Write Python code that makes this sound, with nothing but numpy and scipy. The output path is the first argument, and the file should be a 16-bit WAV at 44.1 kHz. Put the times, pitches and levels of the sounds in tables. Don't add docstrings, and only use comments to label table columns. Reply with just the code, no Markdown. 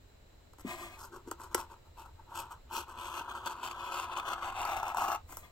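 import sys
import numpy as np
from scipy import signal
from scipy.fft import rfft, irfft
from scipy.io import wavfile
from scipy.ndimage import uniform_filter1d, map_coordinates

SR = 44100
rng = np.random.default_rng(int(sys.argv[2]) if len(sys.argv) > 2 else 0)


def wav_record(signal):
    frames = np.transpose(np.atleast_2d(signal))
    bounded = np.clip(frames, -1, 1)
    quanta = np.round(bounded * 32767).astype(np.int16)
    wavfile.write(sys.argv[1], SR, quanta)


N = 242991
TIME = np.arange(N) / SR
FRAME_TIME = TIME[::32]
BINS = np.fft.rfftfreq(8192, 1 / SR)

# frequency_hz, level_db
FIBRE_SPECTRUM = [(2000, -37), (3700, -14), (4500, -3.5), (5200, -4.5), (6450, 0), (7400, -1.5), (8200, 5),
                  (9000, -15.5), (10500, -3.5), (11500, -1), (14000, -4.5), (16000, -6)]


def amp(db):
    return 10 ** (np.asarray(db) / 20)


def unit_rms(x):
    return x / np.sqrt(np.mean(x ** 2) + 1e-20)


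def steadied(x, size=3000):
    return x / np.sqrt(uniform_filter1d(uniform_filter1d(x ** 2, size), size // 2) + 1e-9)


def curve_at(points, hz):
    f, value = np.transpose(points)
    return np.interp(np.log(hz + 1), np.log(f + 1), value)


def add(mix, start_s, sound):
    part = mix[round(start_s * SR):][:len(sound)]
    part += sound[:len(part)]


def peaks(hz, width, db, steep=1.886):
    shape = 1 / (1 + ((BINS[:, None] - hz) / (width * 0.64)) ** 2) ** steep
    return np.sqrt(shape @ amp(db) ** 2)


def colour(x, gain):
    log_gain = np.log(np.maximum(gain / gain.max(), 1e-5))
    mirrored = np.concatenate([log_gain, log_gain[-2:0:-1]])
    response = np.fft.ifft(np.exp(np.conj(signal.hilbert(mirrored)))).real
    return signal.oaconvolve(x, response[:len(BINS)])[:len(x)]


def noise(spectrum):
    gain = amp(curve_at(spectrum, np.fft.rfftfreq(N, 1 / SR)))
    return unit_rms(irfft(rfft(rng.standard_normal(N)) * gain, N))


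def wander(low_hz, high_hz):
    f = np.fft.rfftfreq(N, 1 / SR)
    gain = f / (f + low_hz) / (1 + (f / high_hz) ** 2)
    return unit_rms(irfft(rfft(rng.standard_normal(N)) * gain, N))


def grains(per_s, spread_db):
    size = amp(spread_db * np.minimum(rng.exponential(1, N), 4)) * rng.choice([-1, 1], N)
    return unit_rms(size * (rng.random(N) < per_s / SR))


def swells(gestures, db, attack_s, release_s, arch_db, law=1):
    start, length = np.transpose(gestures)[:2, :, None]
    age = FRAME_TIME - start
    arch = arch_db * (2 * np.clip(age / length, 0, 1) - 1) ** 2
    ends = 20 * (np.maximum(-age, 0) / attack_s + np.maximum(age - length, 0) / release_s)
    return np.max(db[:, None] - law * (arch + ends), axis=0)


def fader(db):
    return np.interp(TIME, FRAME_TIME, amp(db))


def background(rumble_db=-60, air_db=-65, whine_db=-79.5, lean_db=-1, apart_db=-13):
    # frequency_hz, level_db
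    rumble = [(12, -80), (20, 2), (64, 6), (102, 1.5), (120, -3), (155, -10.5), (236, -12), (256, -12.5),
              (277, -66), (300, -33), (390, -58), (660, -120)]
    sway = [(30, 11.5), (60, -20), (80, 16.5), (105, -0.5), (140, -3), (220, -38)]
    air = [(150, -60), (250, -2), (528, -1.5), (1140, -10), (1850, -12), (2530, -14.5), (2860, -13),
           (3280, -16.5), (4050, -13.5), (4410, -17.5), (6590, -22.5), (7310, -13), (9660, -33),
           (10700, -26.5), (16000, -23)]
    whine = [(3000, -48), (3850, -23), (4030, 2), (4220, -37), (5400, -58)]
    # time_s, level_db
    arm_weight = [(0, -82), (0.6, -61.5), (2.6, -60), (3.6, -69), (4.5, -56), (5.5, -57.5)]
    leaning = amp(lean_db + np.interp(TIME, *np.transpose(arm_weight)))
    low = amp(rumble_db) * noise(rumble) + leaning * noise(sway)
    incoherent = [amp(air_db) * noise(air) + amp(whine_db) * noise(whine)
                  + amp(rumble_db + apart_db) * noise(rumble) for _ in range(2)]
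    return low + np.array(incoherent) + 0.23 * amp(air_db) * noise(air)


def crack(spectrum, contact_s, size=2000):
    t = np.arange(size) / SR
    x = colour(rng.standard_normal(size) * np.exp(-t / contact_s), amp(curve_at(spectrum, BINS)))
    return x / np.sqrt(np.sum(x ** 2) / (contact_s * SR))


def ring(modes, rise_s=0.00084, size=8000):
    t = np.arange(size) / SR
    x = sum(amp(db - 60 * t / t60) * np.sin(2 * np.pi * (hz * t + rng.random()))
            for hz, db, t60 in modes)
    x *= 1 - np.exp(-(t / rise_s) ** 2)
    return x / np.sqrt(np.mean(x[:size // 25] ** 2))


def taps():
    # start_s, click_db, knock_db, thud_db, thud_hz, contact_s
    contacts = [(0.533, -62, -59, -67, 300, 0.0033), (0.583, -62, -57.5, -61, 304, 0.0086),
                (0.595, -60, -56, -68, 300, 0.015), (0.608, -55, -60, -71, 310, 0.0051),
                (.648, -78, -64, -35.5, 251, 0.0033), (0.658, -80, -63, -41, 219, 0.0027),
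                (1.274, -67, -56, -43, 336, 0.019), (1.3129, -35, -37.5, -45.5, 332, 0.0017),
                (1.3982, -56, -48, -59, 311, 0.0017), (1.5458, -24, -31, -36, 350.3, 0.0028),
                (1.5488, -25, -35, -39, 358, 0.0013), (3.206, -70, -52, -51, 339, .002),
                (5.084, -60, -59, -43.5, 344, .002), (5.291, -51, -53.5, -60, 342, 0.0007),
                (5.324, -42, -49, -55.5, 342, 0.00071), (5.3702, -31, -47, -66, 335, 0.0005)]
    # frequency_hz, level_db
    click = [(900, -9), (1700, 4), (2100, 7), (2450, -7), (3100, 0), (3700, -11), (4600, -0.5),
             (6400, -0.5), (7900, 7), (9200, -5.5), (11300, 5.5), (16000, -5)]
    # pitch_hz, level_db, t60_s
    knock = [(349, -20, 0.057), (523, 12.5, 0.0085), (790, 0, 0.053), (926, 6, 0.042), (1036, 4, 0.046),
             (1245, 1, 0.041), (1340, 7.5, 0.025), (1557, -6, 0.062)]
    # pitch_ratio, level_db, t60_s
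    thud = [(.8, -21, 0.078), (1, -10, 0.095), (1.35, -10.5, 0.029)]
    out = np.zeros(N)
    for start_s, click_db, knock_db, thud_db, thud_hz, contact_s in contacts:
        add(out, start_s, amp(click_db) * crack(click, contact_s))
        add(out, start_s + 0.00089, amp(knock_db) * ring(knock))
        thud_modes = [(ratio * thud_hz, db, t60) for ratio, db, t60 in thud]
        add(out, start_s, amp(thud_db) * ring(thud_modes, rise_s=0.0017))
    return out


def hand_slides(hiss_gain_db=6.5, broadband_db=-9):
    # start_s, length_s, rub_db, hiss_db
    slides = [(0.677, 0.071, -42, -52), (0.776, 0.097, -45.5, -55), (0.905, 0.053, -52.5, -63),
              (5.296, 0.055, -56, -55.5), (5.375, .015, -58.5, -53), (5.428, 0.035, -56.5, -65)]
    # pitch_hz, width_hz, level_db
    hide_modes = [(347, 27, 1.5), (678, 107, -3.5), (1026, 52, 0.5), (1198, 40, 3), (1605, 60, -11),
                  (1890, 30, -3), (2110, 280, -8), (2498, 100, -8), (2880, 51, -35.5), (3380, 110, -17)]
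    # frequency_hz, level_db
    rub_spectrum = [(150, -7), (300, -5), (480, -28), (700, -3), (1200, -9), (1450, -12.5), (2500, -10),
                    (3600, -12.5), (4500, -13.5), (6000, -26)]
    skin_spectrum = [(2240, -65), (3800, -26), (4500, -9), (6570, 4), (7960, 15.5), (8560, 7.5), (9310, 9),
                     (10300, 6), (11800, 6), (15200, 6), (16000, 14)]
    friction = grains(per_s=13000, spread_db=2.5) * amp(0.5 * wander(13, 80))
    broadband = amp(broadband_db + curve_at(rub_spectrum, BINS))
    body = np.hypot(peaks(*np.transpose(hide_modes), steep=1.94), broadband)
    rub = steadied(colour(friction, body))
    hiss = steadied(colour(friction, amp(curve_at(skin_spectrum, BINS))))
    rubbing, hissing = (fader(swells(slides, db, attack_s=0.034, release_s=0.083, arch_db=3.5))
                        for db in np.transpose(slides)[2:])
    return rub * rubbing + amp(hiss_gain_db) * hiss * hissing


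def nicks(edge_law, fibre_law):
    # start_s, length_s, drag_db, rasp_db, fibre_db, thrum_db
    strokes = [(0.983, 0.086, -48.5, -67.5, -53.5, -62), (1.126, 0.053, -48, -68.5, -60, -48),
               (1.275, 0.02, -52, -70, -61.5, -47), (1.313, 0.014, -58, -64, -56, -49),
               (1.398, 0.066, -46.5, -68.5, -56.5, -56), (1.512, 0.029, -49.5, -72, -63.5, -58),
               (1.558, 0.065, -39, -58, -48.5, -51.5), (1.701, 0.043, -49.5, -70, -65.5, -60),
               (1.855, 0.022, -60, -86, -76, -69), (1.981, 0.048, -47.5, -63.5, -59.5, -62),
               (2.048, 0.026, -48.5, -73, -68, -68), (2.18, 0.039, -56.5, -85, -82, -72),
               (2.297, 0.18, -46, -66.5, -65.5, -63), (2.353, 0.066, -38.5, -50, -47, -54.5),
               (2.511, 0.024, -42.5, -64.5, -58, -69), (2.724, 0.091, -37.5, -47.5, -44.5, -49)]
    return [swells(strokes, db, attack_s=0.033, release_s=0.054, arch_db=5, law=law)
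            for db, law in zip(np.transpose(strokes)[2:], (1, edge_law, fibre_law, 1))]


def resonances(x, modes, travel):
    hz, width, first_db, last_db = np.transpose(modes)
    first, last = (unit_rms(colour(x, peaks(hz, width, db))) for db in (first_db, last_db))
    return (1 - travel) * first + travel * last


def creak(jolts, pitch_hz=935, width_hz=74):
    # time_s, level_db
    strength = [(1.6, -8), (2.0, 4), (3.3, -12.5), (4.0, -43)]
    mode = unit_rms(colour(jolts, peaks(pitch_hz, width_hz, db=[0])))
    return mode * amp(np.interp(TIME, *np.transpose(strength)))


def gap_echo(x, depth=0.3):
    # time_s, delay_s
    gap = [(2.4, 0.00065), (3.8, 0.00048), (4.8, 0.000626)]
    delay = np.interp(TIME, *np.transpose(gap)) * SR
    return x - depth * map_coordinates(x, [np.arange(N) - delay], order=3)


def blade(mat_db=-1.5, fibre_db=0.44, table_db=-1.0, spray_s=0.0014):
    # pitch_hz, width_hz, first_db, last_db
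    mat_modes = [(555, 39, -9.5, -22), (686, 61, -13, -4.5), (803, 88, -24, 2.5), (893, 22, 2.5, 4.5),
                 (984, 88, 4, -14), (1102, 145, -0.5, -3), (1287, 57, 0, -1), (1401, 142, -5.5, -9.5),
                 (1553, 28, -5.5, -18), (1680, 72, -20, -15)]
    knife_modes = [(2116, 280, -11.5, 5), (2420, 240, -12, -2), (2534, 195, 2.5, 6), (2750, 124, 2.5, 10),
                   (3026, 200, 2.5, 0.5), (3346, 220, 1.5, -16), (3590, 320, -7, 0),
                   (4040, 1200, -11.5, -22)]
    # pitch_hz, width_hz, level_db
    table_modes = [(249.7, 23, -11.5), (347.7, 12, 3.5), (381, 58, -7)]
    travel = np.interp(TIME, [3.0, 3.9, 4.4, 4.8], [0, .18, .5, 1])
    grip = amp(wander(5.8, 71))
    slips = grains(per_s=640, spread_db=0.5)
    jolts = (slips + 0.56 * rng.standard_normal(N)) * grip
    spray = unit_rms(signal.lfilter([1], [1, -np.exp(-1 / (spray_s * SR))], abs(slips)))
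    fine_snaps = grains(per_s=6000, spread_db=3.0) + rng.standard_normal(N)
    coarse_snaps = grains(per_s=110, spread_db=2.0)
    snaps = unit_rms(fine_snaps * (0.61 + spray) * grip) + 0.13 * coarse_snaps
    laws = dict(edge_law=1.17, fibre_law=1.59)
    drag, rasp, tearing, thrum = map(fader, np.maximum(nicks(**laws), long_cut(**laws)))
    mat = steadied(resonances(jolts, mat_modes, travel) + creak(jolts)) * drag
    knife = steadied(resonances(snaps + 0.91 * jolts, knife_modes, travel)) * rasp
    fibres = steadied(gap_echo(colour(snaps, amp(curve_at(FIBRE_SPECTRUM, BINS))))) * tearing
    table = steadied(colour(jolts, peaks(*np.transpose(table_modes)))) * thrum
    return amp(mat_db) * mat + knife + amp(fibre_db) * fibres + amp(table_db) * table


def snags(jolt_gain_db=-7.0, snap_gain_db=-7.5):
    # start_s, jolt_db, snap_db
    catches = [(1.976, -44, -53), (2.318, -41.5, -64), (2.507, -48, -56), (2.71, -37.5, -52),
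               (3.069, -45, -44), (3.211, -32.5, -58), (3.28, -34, -57), (3.343, -38, -60),
               (3.46, -30, -32), (4.094, -37, -59), (4.175, -31, -33), (4.616, -26, -31),
               (4.651, -27, -31.5), (4.691, -25, -51), (4.83, -26.5, -38), (4.881, -30, -34.5),
               (4.946, -25, -38), (4.978, -27, -38), (5.018, -23.5, -42)]
    # pitch_hz, level_db, t60_s
    jolt_modes = [(886, -14, 0.06), (951, 10.5, 0.034), (1337, 1.5, 0.026)]
    out = np.zeros(N)
    for start_s, jolt_db, snap_db in catches:
        add(out, start_s, amp(jolt_db + jolt_gain_db) * ring(jolt_modes))
        add(out, start_s, amp(snap_db + snap_gain_db) * crack(FIBRE_SPECTRUM, contact_s=0.002))
    return out


def long_cut(edge_law, fibre_law, steady_rasp_db=-18, steady_fibre_db=-22.5):
    # time_s, level_db
    steady_force = [(2.85, -72), (2.95, -48), (3.6, -45.5), (4.4, -41), (4.9, -42.5), (5.15, -47),
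                    (5.19, -75)]
    # start_s, length_s, force_db, relative_rasp_db, relative_fibre_db
    pulls = [(2.888, 0.039, -46.5, -17.5, -15.5), (2.989, 0.14, -42, -11.5, -13),
             (3.143, 0.071, -39.5, -9.5, -11), (3.29, 0.027, -39.5, -13.5, -16),
             (3.341, 0.054, -41, -16.5, -18), (3.467, 0.014, -34, -12, -12.5),
             (3.499, 0.029, -39, -17, -14.5), (3.634, 0.042, -37, -10.5, -11),
             (3.709, 0.0079, -37.5, -11.5, -11.5), (3.778, 0.26, -40.5, -12.5, -17.5),
             (3.916, 0.13, -36.5, -11, -13), (4.123, 0.015, -36.5, -12, -18),
             (4.168, 0.033, -34, -13.5, -17.5), (4.268, 0.071, -35.5, -10.5, -13.5),
             (4.42, 0.081, -36.5, -13.5, -18), (4.562, 0.19, -36, -12.5, -16),
             (4.661, 0.14, -34.5, -12.5, -16), (4.828, 0.09, -36, -15, -19.5),
             (4.972, 0.087, -31, -16, -14.5), (5.074, 0.078, -31.5, -16, -14.5)]
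    # time_s, relative_db
    thrum = [(3.0, -14), (4.1, -17), (5.1, -23)]
    steady = np.interp(FRAME_TIME, *np.transpose(steady_force), left=-np.inf, right=-np.inf)
    force, bite, tear = np.transpose(pulls)[2:]
    shape = dict(attack_s=0.043, release_s=0.035, arch_db=1.5)
    drag = np.maximum(steady, swells(pulls, force, **shape))
    rasp = np.maximum(steady + steady_rasp_db, swells(pulls, force + bite, **shape, law=edge_law))
    fibres = np.maximum(steady + steady_fibre_db, swells(pulls, force + tear, **shape, law=fibre_law))
    return drag, rasp, fibres, drag + np.interp(FRAME_TIME, *np.transpose(thrum))


def ports(x):
    # time_s, lead_samples
    arrival = [(1.5, 1.15), (2.4, 0.64), (3.7, 1.6), (5.1, 2.21)]
    # frequency_hz, difference_db
    level_difference = [(100, 12), (300, 1), (1300, 2), (2600, 9.5), (3500, 2.5), (5000, 7), (8000, 6.5),
                        (9500, 14), (11400, -9.5), (13000, 2), (16000, -2)]
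    # frequency_hz, difference_rad
    phase_difference = [(100, 0), (1200, .05), (1650, .4), (2000, 3.0), (2600, 1.6), (3200, -1.0),
                        (3700, -2.8), (4300, -1.2), (4900, .2), (16000, 0)]
    lead = np.interp(TIME, *np.transpose(arrival))
    pair = np.array([x, map_coordinates(x, [np.arange(N) - lead], order=5)])
    f, side = np.fft.rfftfreq(N, 1 / SR), np.array([[.5], [-.5]])
    phase = np.exp(1j * side * curve_at(phase_difference, f))
    gain = amp(side * curve_at(level_difference, f))
    return irfft(rfft(pair) * phase * gain, N)


def scatter(x, spread_s=0.004, above_hz=2200, count=6, size=512):
    paths = rng.standard_normal((count, 2, size)) * np.exp(-np.arange(size) / (spread_s * SR))
    paths /= np.linalg.norm(paths, axis=2, keepdims=True)
    share = np.array([wander(0.69, 2.4) for _ in range(count)])
    share /= np.linalg.norm(share, axis=0)
    treble = signal.sosfilt(signal.butter(2, above_hz, "high", fs=SR, output="sos"), x)
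    return signal.oaconvolve((share * treble)[:, None], paths, axes=2).sum(0)[:, :N]


def room(x, size=16384):
    # frequency_hz, t60_s
    decay = [(150, 0.14), (1000, 0.15), (4000, 0.24), (15000, 0.013)]
    onset = np.arange(size) / SR > .005
    hz, age, spectra = signal.stft(rng.standard_normal((2, size)) * onset, SR, nperseg=256)
    tail = signal.istft(spectra * amp(-60 * age / curve_at(decay, hz)[:, None]), SR, nperseg=256)[1]
    return signal.oaconvolve(x[None], tail / np.linalg.norm(tail[0]), axes=1)[:, :N]


def scene(scatter_db=-4, room_db=-15):
    work = blade() + snags() + taps() + hand_slides()
    return ports(work) + amp(scatter_db) * scatter(work) + amp(room_db) * room(work) + background()


def record(dry, notch_hz=9500, cutoff_hz=15900):
    notched = signal.lfilter(*signal.iirnotch(notch_hz, Q=7, fs=SR), dry)
    low_pass = signal.firwin(511, cutoff_hz, window=("kaiser", 9), fs=SR)
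    return signal.oaconvolve(notched, low_pass[None], "same", axes=1)


dry = scene()
out = record(dry)
wav_record(out)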